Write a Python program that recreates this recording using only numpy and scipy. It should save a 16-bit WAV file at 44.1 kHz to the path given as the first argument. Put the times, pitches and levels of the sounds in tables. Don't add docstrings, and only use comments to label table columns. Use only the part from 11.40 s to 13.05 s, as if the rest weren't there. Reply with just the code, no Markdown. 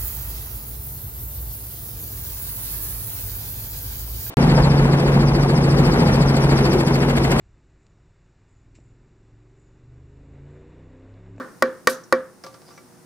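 import sys
import numpy as np
from scipy import signal
from scipy.fft import rfft, irfft
from scipy.io import wavfile

SR = 44100
rng = np.random.default_rng(int(sys.argv[2]) if len(sys.argv) > 2 else 0)


def master_out(mix):
    frames = np.transpose(np.atleast_2d(mix))
    ceiling = np.clip(frames, -1, 1)
    pcm = np.round(ceiling * 32767).astype(np.int16)
    wavfile.write(sys.argv[1], SR, pcm)


N = 72765
T = np.arange(int(.6 * SR)) / SR

# frequency in Hz, relative density in dB.
RUB_SPECTRUM = [(30, -43), (200, 6), (700, 12), (1800, 0.5), (3200, -3.5), (5100, 1.5), (7000, -7),
                (11000, -11.5), (16000, -19)]


def blow(level_db, tilt_db_per_oct, note_db, click_db):
    pan_db = -1.3
    direct = mallet_thud() + wood_ring(tilt_db_per_oct, note_db) + edge_click(click_db) + room_boom()
    panned = direct * amp([[pan_db / 2], [-pan_db / 2]])
    return amp(level_db) * (panned + early_echoes() + shop_tail())


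def mallet_thud():
    # frequency in Hz, relative density in dB.
    spectrum = [(25, -34), (70, -7), (150, -15.5), (260, 0.5), (450, -7.5), (700, -3), (1100, 16),
                (1500, -5.5), (2000, 5), (2600, -44.5), (8000, -44)]
    size = 4096
    log_gain = np.log(amp(read(spectrum, abs(np.fft.fftfreq(size, 1 / SR)))))
    pulse = np.fft.ifft(np.exp(np.conj(signal.hilbert(log_gain)))).real
    return -amp(17.5) * np.pad(pulse, (0, len(T) - size))


def wood_ring(tilt_db_per_oct, note_db):
    # frequency in Hz, relative level in dB, T60 in seconds.
    modes = [(521.9, -12.5, 0.27), (247.4, -14.5, 0.13), (360, -21.5, 0.16), (442, -13, 0.046),
             (486.5, -19, 0.023), (612, -53.5, 0.24), (712, -13, 0.017), (944, -33.5, 0.075),
             (1119.3, -3.5, 0.043), (1196, -40.5, .14), (1420, 0.5, 0.013), (1536, -25.5, 0.11),
             (1833, -15.5, 0.051), (1844, -7.5, 0.012), (2311, -28, 0.088)]
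    trim_db, lag_s_per_khz = -0.5, 0.000535
    wood = 0
    for k, (hz, db, t60_s) in enumerate(modes):
        level_db = trim_db + db + tilt_db_per_oct * np.log2(hz / 1e3) + note_db * (k == 0)
        wood += amp(level_db) * ring(hz, t60_s, lag_s_per_khz * hz / 1e3)
    return wood


def edge_click(level_db):
    # frequency in Hz, relative density in dB.
    spectrum = [(500, -26), (2000, 6.5), (3200, 0), (4800, 7), (6500, -0.5), (9000, -3), (12500, -7.5),
                (16000, -16)]
    return amp(level_db - 18.5) * fade(t60_s=0.019) * noise(lambda hz: read(spectrum, hz), width=0.11)


def fibre_split(level_db, centre_hz, width_oct, t60_s):
    # frequency in Hz, relative level in dB, T60 in seconds.
    steel_modes = [(4705, -19, .25), (5642, -17, .25), (5997, -13, .24), (8398, -9, .13), (9523, -9, .16),
                   (11320, -9, .16), (11880, -5, .1)]
    cutoff_hz = 13800
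    colour = lambda hz: hump(centre_hz, width_oct)(hz) - 20 * np.log10(1 + (hz / cutoff_hz) ** 10)
    steel = sum(amp(db + colour(hz) - 60 * T / mode_t60_s) * np.sin(2 * np.pi * hz * T)
                for hz, db, mode_t60_s in steel_modes)
    snaps = fade(t60_s) * noise(colour, width=.55, grain_db=2.5)
    return amp(level_db) * (steel + snaps)


def blade_tick(ring_db, touch_db, centre_hz, ping_db):
    # frequency in Hz, relative level in dB, T60 in seconds.
    modes = [(534, 5, 0.29), (1171, -1, 0.17), (1372, -6, 0.15), (1650, -8, 0.06), (2027, -9.5, .06),
             (2276, -8.5, 0.089)]
    emphasis = hump(centre_hz, width_oct=0.46)
    ringing = sum(amp(db + emphasis(hz)) * ring(hz, t60_s) for hz, db, t60_s in modes)
    envelope = fade(t60_s=.035) + amp(-6.5) * fade(t60_s=0.27)
    touch = envelope * noise(lambda hz: read(RUB_SPECTRUM, hz), width=.45)
    ping = fade(t60_s=0.018) * noise(hump(centre_hz=5260, width_oct=0.15), width=.45)
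    return amp(ring_db) * ringing + amp(ping_db) * ping + amp(touch_db) * touch


def blade_slide():
    # time in seconds, level in dB, squeak pitch in Hz.
    stroke = [(1.23, -80, 4920), (1.285, -54.5, 4860), (1.318, -57.5, 4860), (1.327, -58.5, 5670),
              (1.355, -61.5, 6000), (1.385, -62, 5730), (1.431, -84, 5730)]
    times_s, levels_db, pitches_hz = np.transpose(stroke)
    bandwidth_hz = 490
    t = np.arange(N) / SR
    waver = noise(lambda hz: -20 * np.log10(1 + (2 * hz / bandwidth_hz) ** 2), width=0.25, size=N)
    phase = 2 * np.pi * np.cumsum(np.interp(t, times_s, pitches_hz)) / SR
    squeak = np.sqrt(2) * waver * np.sin(phase)
    rub = amp(1.5) * noise(lambda hz: read(RUB_SPECTRUM, hz), width=.45, size=N, grain_db=5)
    envelope = amp(np.interp(t, times_s, levels_db)) * (t > times_s[0]) * (t < times_s[-1])
    return envelope * (squeak + rub)


def early_echoes():
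    # frequency in Hz, relative density in dB.
    spectrum = [(30, -26), (120, -45), (200, -2), (330, 8.5), (550, 11.5), (800, -4.5), (1300, 1.5),
                (1900, 6), (2600, -34), (8000, -45)]
    envelope = amp(-9.5) * fade(t60_s=0.063, build_s=0.00033)
    return envelope * noise(lambda hz: read(spectrum, hz), width=0.47)


def room_boom():
    pitch_hz, delay_s, build_s, t60_s = 252.7, 0.028, 0.028, .11
    t = np.maximum(T - delay_s, 0)
    envelope = amp(-16.5 - 60 * t / t60_s) * (1 - np.exp(-t / build_s))
    return envelope * np.sin(2 * np.pi * pitch_hz * t)


def shop_tail():
    # frequency in Hz, relative density in dB, T60 in seconds.
    bands = [(60, -21, .3), (170, -8, 0.67), (340, 2.5, 0.39), (526, -1.5, 0.56), (680, -6, 0.35),
             (884, -8, 0.44), (1130, 3, 0.39), (1505, 2.5, 0.39), (1795, 2.5, .32), (2070, -16.5, 0.54),
             (2593, -20, 0.33), (5020, -12.5, 0.17), (8000, -35, 0.33), (14760, -41.5, .15)]
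    build_s = 0.0056
    wash = noise(lambda hz: read(bands, hz), width=.4)
    band_hz, t, frames = signal.stft(wash, SR, nperseg=256)
    decay = amp(-60 * t / read(bands, band_hz, column=2)[:, None])
    tail = signal.istft(frames * decay, SR, nperseg=256)[1]
    return amp(-27.5) * tail[:, :len(T)] * (1 - np.exp(-T / build_s))


def shop_air():
    # frequency in Hz, RMS level in dB.
    hum_tones = [(120, -65.5), (172, -68), (360, -61), (480, -64)]
    # frequency in Hz, relative density in dB.
    hiss_spectrum = [(15, -47), (30, -24), (60, -15.5), (140, -2.5), (260, -0.5), (450, -11.5), (800, -11),
                     (1500, -15.5), (3200, -28), (5500, -20), (7500, -24.5), (9500, -20), (12000, -31),
                     (15000, -25), (16500, -49.5)]
    # time in seconds, RMS level in dB.
    hiss_levels = [(0, -50.5), (.4, -51), (.65, -52.5), (.95, -53), (1.25, -50.5), (1.65, -51.5)]
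    t = np.arange(N) / SR
    hum = sum(amp(db) * np.sqrt(2) * np.sin(2 * np.pi * (hz * t + rng.random())) for hz, db in hum_tones)
    hiss = noise(lambda hz: read(hiss_spectrum, hz), width=0.66, size=N)
    return hum + amp(np.interp(t, *np.transpose(hiss_levels))) * hiss


def amp(db):
    return 10 ** (np.asarray(db) / 20)


def read(spectrum, hz, column=1):
    columns = np.transpose(spectrum)
    return np.interp(np.log(hz + 1), np.log(columns[0]), columns[column])


def add(mix, start_s, sound):
    at = round(start_s * SR)
    sound = sound[..., max(-at, 0):]
    part = mix[:, max(at, 0):][:, :sound.shape[-1]]
    part += sound[..., :part.shape[1]]


def noise(colour, width, size=len(T), grain_db=0):
    white = rng.standard_normal((2, size))
    mid, side = white * amp(grain_db * np.minimum(rng.exponential(1, size), 5))
    gain = amp(colour(np.fft.rfftfreq(size, 1 / SR)))
    stereo = irfft(rfft([mid + width * side, mid - width * side]) * gain, size)
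    return stereo / np.sqrt(np.mean(stereo ** 2))


def hump(centre_hz, width_oct):
    return lambda hz: -20 * np.log10(1 + (np.log2((hz + 1) / centre_hz) / width_oct) ** 2)


def fade(t60_s, build_s=0.00052):
    return (1 - np.exp(-T / build_s)) * amp(-60 * T / t60_s)


def ring(hz, t60_s, lag_s=0, build_s=0.0015):
    t = np.maximum(T - lag_s, 0)
    return -np.sin(2 * np.pi * hz * t) * (1 - np.exp(-t / build_s)) * amp(-60 * t / t60_s)


def scene():
    # start in seconds, gain in dB, mode tilt in dB/octave, main note and click gains in dB.
    blows = [(-.04, 1, 3, -9, 3), (0.2229, 1, 1, 1, 4), (.4718, 0.5, 4.3, 0, 11), (0.7245, 0.5, 1.7, 3, 4)]
    # start in seconds, level in dB, centre in Hz, width in octaves, T60 in seconds.
    splits = [(.473, -30.5, 4600, .7, 0.27), (0.497, -31.5, 11200, 0.75, .15),
              (.526, -41.5, 6100, 0.16, 0.2), (0.6363, -46, 5750, 0.17, 0.073)]
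    # start in seconds, ring and touch gains in dB, ring centre in Hz, ping gain in dB.
    ticks = [(1.0377, -33.5, -40.5, 1710, -33.5), (1.045, -42, -45.5, 670, -38),
             (1.0642, -36.5, -40.5, 1047, -42), (1.128, -48, -55, 690, -64),
             (1.1415, -42, -46.5, 1420, -42), (1.2168, -64, -51.5, 1200, -48),
             (1.305, -45, -51.5, 1220, -56), (1.376, -35, -48.5, 2050, -55)]
    mix = shop_air() + blade_slide()
    for source, events in ((blow, blows), (fibre_split, splits), (blade_tick, ticks)):
        for start_s, *settings in events:
            add(mix, start_s, source(*settings))
    return mix


def record(dry):
    ceiling, knee, cutoff_hz = .85, 3.5, 16500
    rounded = dry / (1 + abs(dry / ceiling) ** knee) ** (1 / knee)
    lowpass = signal.firwin(255, cutoff_hz, window=("kaiser", 9), fs=SR)
    return signal.oaconvolve(rounded, lowpass[None], "same")


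dry = scene()
out = record(dry)
master_out(out)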